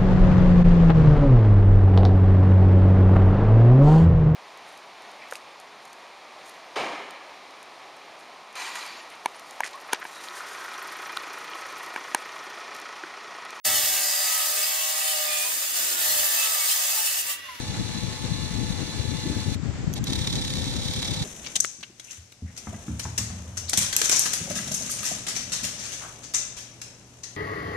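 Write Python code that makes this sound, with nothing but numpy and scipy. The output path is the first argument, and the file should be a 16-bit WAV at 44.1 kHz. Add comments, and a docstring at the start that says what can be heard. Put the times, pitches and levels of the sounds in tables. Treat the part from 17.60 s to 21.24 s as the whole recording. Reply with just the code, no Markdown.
"""Geared actuator on a workbench

Two microphone ports hear a small electric actuator drive its rod out, stop, twitch inward and run back in.
Rubbing noise, beaten by gear, shaft and teeth, rings the housing under whining lines.
A rocker switch clicks four times as decaying modes; a strong gear contact ticks once with the same ringing.
Draught buffets each port as lumpy low noise with puffs; a rough pulsed groan fades in the room.
A fan adds steady, slightly flickering filtered hiss, and the microphone dulls the top."""
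import sys
import numpy as np
from scipy.fft import rfft, irfft, next_fast_len
from scipy.io import wavfile
from scipy.ndimage import map_coordinates

SR = 44100
rng = np.random.default_rng(int(sys.argv[2]) if len(sys.argv) > 2 else 0)


def int16_out(signal):
    """Quantize to a 16-bit WAV file."""
    q = np.round(np.clip(np.atleast_2d(signal).T, -1, 1) * 32767)
    wavfile.write(sys.argv[1], SR, q.astype(np.int16))


N = 160524

# Room hiss spectrum: pitch_hz, left_db, right_db, likeness between ports (0 to 1)
ROOM_SPECTRUM = [(304, 9, 2.5, 0.92), (740, 2, 3.5, 0.97), (1060, 0, 1, 0.5), (1880, 2.5, 0.5, 0.061),
                 (2950, -4, -3, 0.035), (6100, -3, -10.5, 0.14), (7700, 0, -19, 0), (8070, -13, -15, 0.03),
                 (10000, -26, -29, 0), (15000, -50, -37, 0)]
ROOM_DB = -44.5  # before its flicker

GROAN_S, GROAN_DB, GROAN_T60_S = 1.635, -33, 1.4  # start, level before the fade, fade time
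GROAN_HZ, GROAN_WIDE_HZ, GROAN_RATE_HZ = 266, 110, 42  # resonance, its width, pulse rate

# Draught at each port, before puffs: start_s, level_db
LEFT_DRAUGHT = [(0, -27), (.8, -26.5), (2.9, -27), (3.4, -30)]
RIGHT_DRAUGHT = [(0, -37.5), (.17, -31.5), (.3, -39), (.85, -40.5), (.97, -31.5), (1.1, -41), (2.12, -40),
                 (2.2, -33.5), (2.8, -32), (3.3, -34), (3.45, -36), (3.64, -31)]
# Buffeting spectrum: pitch_hz, relative level_db per Hz
BUFFET_SPECTRUM = [(20, -23), (32, -12.5), (80, 0.5), (123, 0), (260, -7.5), (480, -21), (700, -34),
                   (1100, -64.5)]
# Stronger puffs at the left port, then the right: centre_s, envelope peak level_db, pitch_hz
PUFFS = [
    [(.102, -17, 126), (.723, -14, 150), (.914, -15.5, 164), (1.021, -15, 128), (1.107, -13, 161),
     (1.701, -13, 193), (1.883, -10, 142), (2.035, -14.5, 156), (2.279, -10, 158), (2.523, -14, 230),
     (2.617, -14, 131), (2.945, -16.5, 166), (3.187, -16, 168)],
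    [(.178, -19, 132), (2.4, -18.5, 132), (3.619, -16, 120)],
]
FLUTTER_HZ, FLUTTER_GROWS = 186, 1.54  # around and above this pitch the lumps swing wider, by this power

# Four rocker switch clicks, then a small tick from a strong gear contact:
# start_s, nominal level_db, rattle_db beside the main mode
CLICKS = [(1.943, -31.5, -1), (2.3297, -22, -12), (2.337, -21, 0), (2.4402, -22.5, 1.5), (3.337, -33, 3)]
# Ringing given to clicks and tick, main mode first: pitch_hz, level_db, t60_s
CLICK_MODES = [(5900, 0, 0.0095), (3380, -7.5, 0.015), (6530, 1, 0.013), (12700, -6, 0.013)]

# Motor runs: start_s, stop_s, direction (0 out, 1 in, rounded; also scales load), level_db before load, run_up_s
RUNS = [(-.5, 1.948, 0, -37, .03), (2.35, 2.38, 0.91, -31.5, 0.018), (2.444, 4, 1, -32, 0.039)]
COAST_S = 0.0053  # decay constant after the current is cut
# Load on the way in: time_s, level_db
LOAD = [(2.5, -1.5), (2.62, -1), (2.76, 0.5), (2.86, -0.5), (3.1, -1.5), (3.36, 0.5), (3.64, -1.5)]
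LURCH_S, LURCH_LONG_S = 2.381, 0.016  # centre of the jolt, its Gaussian width
LURCH_HZ, LURCH_DB = 770, -44

# Motor shaft speed: out_hz, in_hz
SHAFT_HZ = [62.17, 64.39]
SHAFT_DB, SHAFT_PEAK_S = [0.2, -0.6], -0.0035  # swing once a shaft turn, out and in; a moment of its phase zero
# Second gear speed: out_hz, in_hz
GEAR_HZ = [33.5, 34.66]
# A moment of gear phase zero, when its throb is loudest: out_s, in_s
GEAR_PEAK_S = [.02, 2.9925]
# Swing once a gear turn, before load and random variation: out_db, in_db
THROB_DB = [1, 3.7]
# Swing of the 8 and 9 tooth contacts a gear turn: out_db, in_db
TEETH_DB = [1, -0.5]
# Sharp tooth contacts over the rubbing, before the throb: out_db, in_db
GRIT_DB = [9, 17]
GRIT_PER_S = 200  # average rate of contacts

# Whining multiples of the shaft speed: one order per column
SHAFT_ORDERS = [4, 8, 10, 13, 14, 28, 42, 56]
# Shaft whine, rows out and in: nominal level_db, one column per order
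SHAFT_LINES_DB = [
    [-57, -54.5, -67, -58, -53, -56.5, -65, -55],
    [-60, -52, -70, -60.5, -58.5, -59, -79, -50],
]
# Whining multiples of the gear speed, rows out and in: one order per column
GEAR_ORDERS = [
    [32, 34, 60, 85, 119],
    [17, 23],
]
# Gear whine, rows out and in: nominal level_db, one column per order
GEAR_LINES_DB = [
    [-61.5, -66, -59, -58, -53],
    [-60, -58.5],
]
WAVER_FROM_DB, WAVER = -51, 0.35  # waver grows by this many dB per dB away from this level

# Housing modes: pitch_hz, width_hz, out_left_db, out_right_db, in_left_db, in_right_db, left_lead_rad
HOUSING = [(1710, 114, -9, -24, -11, -19, 0.93), (2290, 210, -9.5, -9.5, -11.5, -5.5, 0.33),
           (3320, 150, -30, -18, -12, 0, 0.44), (3457, 197, 0.5, -0.5, -4.5, -2, 4.24),
           (3555, 107, 0, -7.5, 7.5, 7.5, 2.87), (4028, 100, -1, 2.5, 3, 6.5, 1.68),
           (4305, 110, -8.5, -1.5, -22, -6, 1.8), (4670, 290, -10, -7, -4.5, -3.5, 1.77),
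           (5360, 110, -29.5, -9.5, -20, -2, 1.7), (5985, 160, -5, -8, -7.5, -6, 2),
           (6370, 2300, -12.5, -43, -7.5, -38, 4.22)]
HOUSING_TOP_HZ = 8800  # the modes roll off above this
# Brush and gear hiss: pitch_hz, out_left_db, out_right_db, in_left_db, in_right_db
HISS = [(500, -37, -16, -31, -31), (886, -10.5, -12, -11, -9), (1500, -13.5, -21, -17, -24.5),
        (2620, -38, -7, -15, -12.5), (5140, -12.5, -22, -10, -10), (6300, -9.5, -16, -7.5, -10),
        (8920, -14.5, -21.5, -13, -18), (11240, -26, -19, -23, -16.5), (12000, -29.5, -52, -25.5, -39),
        (13900, -29, -28.5, -28, -28)]
HISS_ALIKE = 0.12  # power share each port's hiss takes from the housing noise

TOP_HZ = 15750  # band limit
DULL_HZ, DULL_DB = 14170, -25  # treble loss starts here and reaches this at the band limit


def amp(db):
    """Amplitude ratio of a level in dB."""
    return 10 ** (np.asarray(db) / 20)


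def unit(x):
    """x scaled to an rms of one, all ports together."""
    return x / np.sqrt(np.mean(x ** 2) + 1e-20)


def along(points, hz):
    """Each column after the first, read on a log frequency axis."""
    f, *cols = np.transpose(points)
    return np.array([np.interp(np.log(hz + 1), np.log(f + 1), c) for c in cols])


def wobble(rate):
    """A smooth random curve, rate knots a second."""
    knots = rng.standard_normal(int(N * rate / SR) + 4)
    return map_coordinates(knots, [np.arange(N) * rate / SR])


def filtered(x, response):
    """x filtered by a complex response of frequency, through a padded spectrum."""
    m = next_fast_len(N + SR // 2)
    return irfft(rfft(x, m) * response(np.fft.rfftfreq(m, 1 / SR)), m)[..., :N]


def resonance(f, hz, width_hz):
    """Response of a damped mode, one at its centre."""
    return 1j * f * width_hz / (hz * hz - f * f + 1j * f * width_hz)


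def room():
    """Fan hiss with a slight flicker, mostly alike in both ports only in the lower middle."""
    own, both = rng.standard_normal((2, N)), rng.standard_normal(N)

    def alike(f):
        return np.clip(along(ROOM_SPECTRUM, f)[2], 0, 1)

    mix = filtered(own, lambda f: np.sqrt(1 - alike(f))) + filtered(both, lambda f: np.sqrt(alike(f)))
    hiss = filtered(mix, lambda f: amp(along(ROOM_SPECTRUM, f)[:2]) * (f > 200))
    return amp(ROOM_DB + 1.8 * wobble(21)) * unit(hiss)


def groan():
    """A low rough groan somewhere in the room: uneven pulses through a resonance, fading."""
    t = np.arange(N) / SR - GROAN_S
    pulses = np.diff(np.floor(GROAN_RATE_HZ * t + 0.1 * wobble(30)), prepend=0) > 0
    rough = pulses * amp(2.8 * wobble(49.7)) + 0.044 * rng.standard_normal(N)
    tone = unit(filtered(rough, lambda f: resonance(f, GROAN_HZ, GROAN_WIDE_HZ) ** 2))
    fade = amp(GROAN_DB - 60 * np.abs(t) / GROAN_T60_S)
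    return fade * np.clip(t / 0.017, 0, 1) * (t < 0.28) * tone


def draught():
    """Lumpy low noise from air at the microphone, unrelated in the two ports, with single stronger puffs."""
    t = np.arange(N) / SR
    level_db = [np.interp(t, *np.transpose(port)) for port in (LEFT_DRAUGHT, RIGHT_DRAUGHT)]
    lumps = amp([7 * np.tanh(0.17 * wobble(17) + 0.51 * wobble(70)) for port in range(2)])

    def upper(f):  # share of power in the fluttering upper part
        return 1 / (1 + (FLUTTER_HZ / (f + 1)) ** 2)

    low = unit(lumps) * rng.standard_normal((2, N))
    high = unit(lumps ** FLUTTER_GROWS) * rng.standard_normal((2, N))
    air = (filtered(low, lambda f: amp(along(BUFFET_SPECTRUM, f)) * np.sqrt(1 - upper(f)))
           + filtered(high, lambda f: amp(along(BUFFET_SPECTRUM, f)) * np.sqrt(upper(f))))
    out = amp(level_db) * [unit(a) for a in air]
    for port, puffs in enumerate(PUFFS):
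        for s, db, hz in puffs:
            cycles = hz * (t - s)
            wave = np.cos(2 * np.pi * cycles + rng.uniform(0, 2 * np.pi))
            out[port] += amp(db) * np.exp(-(cycles / 0.63) ** 2) * wave
    return out


def clicks_and_tick():
    """Switch clicks and one gear-contact tick, all ringing the same decaying modes over a burst of bright noise."""
    out, t = np.zeros((2, N)), np.arange(SR // 20) / SR
    for s, db, rattle_db in CLICKS:
        ring = 0
        for k, (hz, level, t60) in enumerate(CLICK_MODES):
            mode_db = level + rattle_db * (k > 0) + rng.normal(0, 1, (2, 1))
            phase = rng.uniform(0, 3.4, (2, 1))
            ring = ring + amp(mode_db - 60 * t / t60) * np.sin(2 * np.pi * hz * t + phase)
        bright = filtered(rng.standard_normal((2, len(t))), lambda f: f > 2500)[:, :len(t)]
        tail = 0.67 * amp(rattle_db - 60 * t / 0.029) * bright
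        attack = 1 - np.exp(-t / 0.0007)
        out[:, round(s * SR):][:, :len(t)] += amp(db - 3) * attack * (ring + tail)
    return out


def whine(way, shaft, gear):
    """Sines at multiples of shaft and gear speed, sharing a speed drift and wavering in level and phase."""
    drift = np.cumsum(0.00301 * wobble(14)) / SR
    sources = ((SHAFT_ORDERS, SHAFT_LINES_DB, shaft, SHAFT_HZ[way]),
               (GEAR_ORDERS[way], GEAR_LINES_DB, gear, GEAR_HZ[way]))
    lines = 0
    for orders, levels, turn, hz in sources:
        for k, db in zip(orders, levels[way]):
            waver = unit(amp(WAVER * abs(WAVER_FROM_DB - db) * wobble(12)))
            phase = k * (turn + 2 * np.pi * hz * drift) + 0.46 * wobble(30) + rng.uniform(0, 2 * np.pi)
            lines = lines + amp(db + 3.5) * waver * np.sin(phase)
    return lines


def whir(way):
    """Steady running one way: rubbing noise beaten by gear, shaft and teeth through the housing, and whine."""
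    t = np.arange(N) / SR
    gear = 2 * np.pi * GEAR_HZ[way] * (t - GEAR_PEAK_S[way])
    shaft = 2 * np.pi * SHAFT_HZ[way] * (t - SHAFT_PEAK_S)
    throb_depth = 1 + way * np.interp(t, *np.transpose(LOAD)) / 6 + 0.15 * wobble(4)
    throb_db = THROB_DB[way] * throb_depth * np.cos(gear)
    teeth_db = TEETH_DB[way] * (np.cos(8 * gear) + np.cos(9 * gear))
    beat_db = throb_db + SHAFT_DB[way] * np.cos(shaft) + teeth_db + 0.5 * wobble(27.93)
    contacts = (rng.random(N) < GRIT_PER_S / SR) * rng.standard_normal(N)
    grit = amp(GRIT_DB[way] + throb_db) * contacts
    rub = amp(beat_db) * (rng.standard_normal((3, N)) + grit)  # housing, left hiss, right hiss
    rub[1:] = np.sqrt(1 - HISS_ALIKE) * rub[1:] + np.sqrt(HISS_ALIKE) * rub[0]
    rub[1:] *= amp(-0.5 * throb_db)  # the hiss throbs less
    ports = slice(2 * way, 2 * way + 2)

    def modes(f):
        total = 0
        for k, (hz, width_hz, *db, lead_rad) in enumerate(HOUSING):
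            gains = amp(db[ports]) * np.exp([1j * lead_rad, 0])
            total = total + resonance(f, hz, width_hz) * gains[:, None] * (-1) ** k  # alternating sign
        return total / (1 + (f / HOUSING_TOP_HZ) ** 8)

    hiss = filtered(rub[1:], lambda f: amp(along(HISS, f)[ports]) * (f > 300))
    return unit(filtered(rub[0], modes) + hiss), whine(way, shaft, gear)


def actuator():
    """Each run swells in, holds and dies quickly when the current is cut; the body hums as the twitch jolts it."""
    t, out = np.arange(N) / SR, 0
    ways = [whir(way) for way in range(2)]
    hum = unit(filtered(rng.standard_normal(N), lambda f: resonance(f, LURCH_HZ, 83)))
    for on, off, way, db, rise in RUNS:
        gate = np.clip((t - on) / rise, 0, 1) * np.exp(-np.clip(t - off, 0, None) / COAST_S)
        noise, lines = ways[int(round(way))]
        load_db = way * np.interp(t, *np.transpose(LOAD))
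        out = out + gate * (amp(db + load_db) * noise + gate ** 2 * lines)  # whine swells later, dies sooner
    return out + amp(LURCH_DB) * np.exp(-((t - LURCH_S) / LURCH_LONG_S) ** 2) * hum


def scene():
    """Everything reaching the two ports, background first."""
    return room() + groan() + draught() + clicks_and_tick() + actuator()


def record(dry):
    """The microphone dulls the top; nothing is kept from the band limit up."""
    def response(hz):
        loss_db = DULL_DB * np.clip((hz - DULL_HZ) / (TOP_HZ - DULL_HZ), 0, 1)
        return amp(loss_db) * (hz < TOP_HZ)

    return filtered(dry, response)


dry = scene()
out = record(dry)
int16_out(out)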